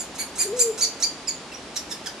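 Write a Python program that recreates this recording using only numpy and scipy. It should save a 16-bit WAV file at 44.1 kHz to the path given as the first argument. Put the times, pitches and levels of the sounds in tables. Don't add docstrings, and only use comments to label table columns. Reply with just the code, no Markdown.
import sys
import numpy as np
from scipy import signal
from scipy.fft import rfft, irfft
from scipy.io import wavfile

SR = 44100
rng = np.random.default_rng(int(sys.argv[2]) if len(sys.argv) > 2 else 0)


def persist_wave(psi):
    counts = np.round(np.clip(psi, -1, 1) * 32767).astype(np.int16)
    wavfile.write(sys.argv[1], SR, np.atleast_2d(counts).T)


N = 97020
TIME = np.arange(N) / SR
NOISE_SIZE = 2 ** 13
FAR_BUILD_S = 0.02


def from_db(db):
    return 10 ** (np.asarray(db) / 20)


def rms_one(x):
    return x / np.sqrt(np.mean(x ** 2) + 1e-20)


def at_hz(points, hz):
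    point_hz, value = np.transpose(points)
    return np.interp(np.log(np.maximum(hz, 1)), np.log(point_hz), value)


def split_ears(left_minus_right_db):
    return np.array([[0.5], [-0.5]]) * left_minus_right_db


def flutter(hz, size):
    f = np.fft.rfftfreq(NOISE_SIZE, 1 / SR)
    white = rng.standard_normal(NOISE_SIZE)
    wavering = irfft(rfft(white) / (1 + (f / hz) ** 2))
    return rms_one(wavering)[:size]


def delayed(x, s):
    f = np.fft.rfftfreq(2 * N, 1 / SR)
    shifted = irfft(rfft(x, 2 * N) * np.exp(-2j * np.pi * f * s))
    return shifted[..., :N]


def scatter(x, t60_s, build_s):
    t = TIME[:SR]
    envelope = from_db(-60 * t / t60_s) * (1 - np.exp(-t / build_s))
    tail = rng.standard_normal((2, SR)) * envelope
    tail /= np.sqrt(np.sum(tail ** 2, axis=1, keepdims=True))
    return signal.fftconvolve(np.atleast_2d(x), tail, axes=1)[:, :N]


def rush(size):
    # hz, relative_db
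    rush_spectrum = [(1000, -17), (1700, 3.5), (2600, -4), (3400, -6), (5000, -23), (6500, 5), (8500, -2),
                     (11500, 4), (13000, -17), (16000, -34)]
    f = np.fft.rfftfreq(NOISE_SIZE, 1 / SR)
    white = rng.standard_normal(NOISE_SIZE)
    shaped = irfft(rfft(white) * from_db(at_hz(rush_spectrum, f)))
    return rms_one(shaped)[:size]


def squeak(middle_s, length_s, level_db, start_hz, mid_hz, end_hz, beak_hz, boost_db, rough, tilt_db):
    # hz, relative_db
    throat = [(1300, 0.5), (2300, -9), (3300, -2.5), (4600, -2), (7000, -5), (9500, -9), (12000, -15.5),
              (14500, -25), (17000, -47)]
    # hz, left_minus_right_db
    chick_pan = [(2300, -3), (4600, -7), (7000, -2), (9500, -3.5), (13000, 0)]
    core_rough, edge_rough = 0.3, 2.93
    jitter, shimmer, waver_hz = 0.07, 1, 556
    rush_db, skirt_db, skirt_hz = 4.5, -7.5, 580
    tilt_pivot_hz, beak_octaves = 5000, 0.41

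    size = int(length_s * SR)
    u = np.linspace(-1, 1, size)
    hoarse = rough * (core_rough + edge_rough * u ** 2)
    slope_hz = (end_hz - start_hz) / 2
    bend_hz = (end_hz + start_hz) / 2 - mid_hz
    pitch = mid_hz + slope_hz * u + bend_hz * u ** 2
    jittered_pitch = pitch * (1 + jitter * hoarse * flutter(waver_hz, size))
    phase = 2 * np.pi * np.cumsum(jittered_pitch) / SR
    effort = np.maximum(1 - u ** 2, 0)
    wavering = 1 + shimmer * hoarse * flutter(waver_hz, size)

    breath = from_db(level_db + rush_db) * rough * effort * rush(size)
    note = np.tile(breath, (2, 1))
    for k in range(1, 10):
        hz = k * pitch
        beak_db = boost_db / (1 + (np.log2(hz / beak_hz) / beak_octaves) ** 2)
        colour_db = at_hz(throat, hz) + beak_db + tilt_db * np.log2(hz / tilt_pivot_hz)
        noise = flutter(skirt_hz, size) + 1j * flutter(skirt_hz, size)
        skirt = from_db(skirt_db) * rough * k / 2 * noise
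        swell = effort ** (1.385 if k > 1 else 0.68)
        carrier = np.real((1 + skirt) * np.exp(1j * k * phase))
        partial = swell * wavering * carrier * (hz < SR / 2)
        note += partial * from_db(level_db + colour_db + split_ears(at_hz(chick_pan, hz)))

    since = np.arange(N) - round((middle_s - length_s / 2) * SR)
    return np.array([np.interp(since, np.arange(size), np.sqrt(2) * ear, left=0, right=0) for ear in note])


def chick():
    # middle_s, length_s, relative_level_db, start_hz, mid_hz, end_hz,
    # beak_hz, beak_boost_db, roughness (0-1), tilt_db_per_octave
    squeaks = [ (-.010, 0.095, -46.5, 1950, 2440, 2050, 7300, 16.5, 0.42, 5),
               (0.206, 0.053, -32.5, 1994, 2266, 2064, 4800, 1.5, 0.29, 1.8),
               (0.41, 0.063, -32, 1715, 2438, 1697, 7960, 11.5, 0.29, 2.5),
               (0.613, 0.055, -34, 1657, 2448, 1817, 7380, 16.5, 0.26, 6.5),
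               (0.83, 0.051, -35, 1819, 2339, 1580, 5480, 22.5, 0.21, 3.5),
               (1.038, 0.035, -36, 1622, 2311, 2220, 5540, 24, 0.18, 1),
               (1.289, 0.037, -41.5, 2734, 2310, 2320, 6000, 24.5, 0.18, -0.5),
               (1.53, 0.035, -48, 2760, 2615, 2240, 2550, 5, 0.14, -3),
               (1.547, 0.013, -57, 2900, 2860, 2850, 5940, 20.5, 0.13, 3),
               (1.768, 0.026, -42.5, 2476, 1925, 1566, 5440, 16.5, 0.63, 0),
               (1.921, .028, -43, 1897, 1790, 1474, 5040, 10.5, 0.52, 0.5),
               (2.07, 0.023, -43, 1762, 1651, 1380, 5460, 13, 0.41, -3.5)]
    # middle_s, relative_level_db
    rasps = [(0.161, -47), (0.369, -44), (0.577, -44), (0.792, -38.5), (1.014, -43), (1.759, -53),
             (1.91, -50), (2.056, -54)]
    # delay_s, gain_db
    chick_echoes = [(0.027, -12.5), (0.053, -21.5)]
    rasp_length_s, rasp_hz, rasp_db = 0.037, 1315, -9.5
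    rasp_beak_hz, rasp_boost_db, rasp_rough, rasp_tilt_db = 6870, 12.5, 0.644, -0.5

    voice = sum(squeak(*row) for row in squeaks)
    for middle_s, db in rasps:
        voice = voice + squeak(middle_s, rasp_length_s, db + rasp_db, rasp_hz, rasp_hz, rasp_hz,
                               rasp_beak_hz, rasp_boost_db, rasp_rough, rasp_tilt_db)
    voice = from_db(2) * voice
    mono = voice.mean(axis=0)
    direct = np.array([delayed(voice[0], 0.000026), voice[1]])
    echoes = sum(from_db(db) * delayed(direct, s) for s, db in chick_echoes)
    leaves = from_db(-4.5) * scatter(mono, t60_s=0.22, build_s=0.0031)
    near = from_db(-5) * scatter(direct, t60_s=0.07, build_s=0.00033)
    far = from_db(-14) * scatter(mono, t60_s=0.51, build_s=FAR_BUILD_S)
    return direct + echoes + leaves + near + far


def dove():
    # time_s, pitch_hz, relative_level_db
    coo_track = [(.425, 360.8, -56), (0.442, 352.5, -42.5), (0.465, 439.5, -30.5), (0.476, 370, -34),
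                 (0.509, 406.4, -30.5), (0.523, 417, -29), (0.534, 475.5, -25.5), (0.558, 504.6, -31.5),
                 (0.598, 492.4, -30.5), (0.642, 466.8, -29.5), (0.657, 466.4, -25), (0.704, 440, -23.5),
                 (.718, 421, -31), (.732, 415, -71)]
    # delay_s, gain_db
    coo_echoes = [(.046, -15.5), (.19, -25)]
    s, hz, db = np.transpose(coo_track)
    level = from_db(np.interp(TIME, s, db)) * (TIME > s[0]) * (TIME < s[-1])
    phase = 2 * np.pi * np.cumsum(np.interp(TIME, s, hz)) / SR
    coo = np.sqrt(2) * level * np.sin(phase)
    echoes = sum(from_db(echo_db) * delayed(coo, lag_s) for lag_s, echo_db in coo_echoes)
    tail = scatter(coo, t60_s=1, build_s=FAR_BUILD_S)
    narrowed_tail = (tail + tail.mean(axis=0)) / 2
    coo = coo + echoes + from_db(-17) * narrowed_tail
    return coo * from_db(split_ears(1.9))


def hush():
    # hz, relative_db_per_hz
    hush_spectrum = [(25, -19), (45, -6), (62, -1), (90, -5.5), (120, -6.5), (160, 0.5), (260, 4.5),
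                     (450, 1), (800, 0), (1500, -5.5), (3000, -7), (5000, -9), (7000, -14), (10000, -19),
                     (12000, -35), (14500, -47)]
    # hz, left_right_correlation (-1 to 1)
    likeness = [(60, 0.95), (300, 0.98), (700, 0.89), (1400, 0.69), (3000, 0.41), (8000, 0.11)]
    f = np.fft.rfftfreq(N, 1 / SR)
    alike = np.clip(at_hz(likeness, f), -1, 1)
    white = rfft(rng.standard_normal((2, N)))
    mid, side = white * from_db(at_hz(hush_spectrum, f)) * (f > 15)
    ears = np.sqrt(1 + alike) * mid + np.sqrt(1 - alike) * side * [[1], [-1]]
    air = irfft(ears, N)
    return rms_one(air) * from_db(-39.5 + split_ears(0.1))


def scene():
    return chick() + dove() + hush()


def record(dry):
    lowpass = signal.ellip(10, 0.1, 90, 15200, fs=SR, output="sos")
    return signal.sosfilt(lowpass, dry)


dry = scene()
out = record(dry)
persist_wave(out)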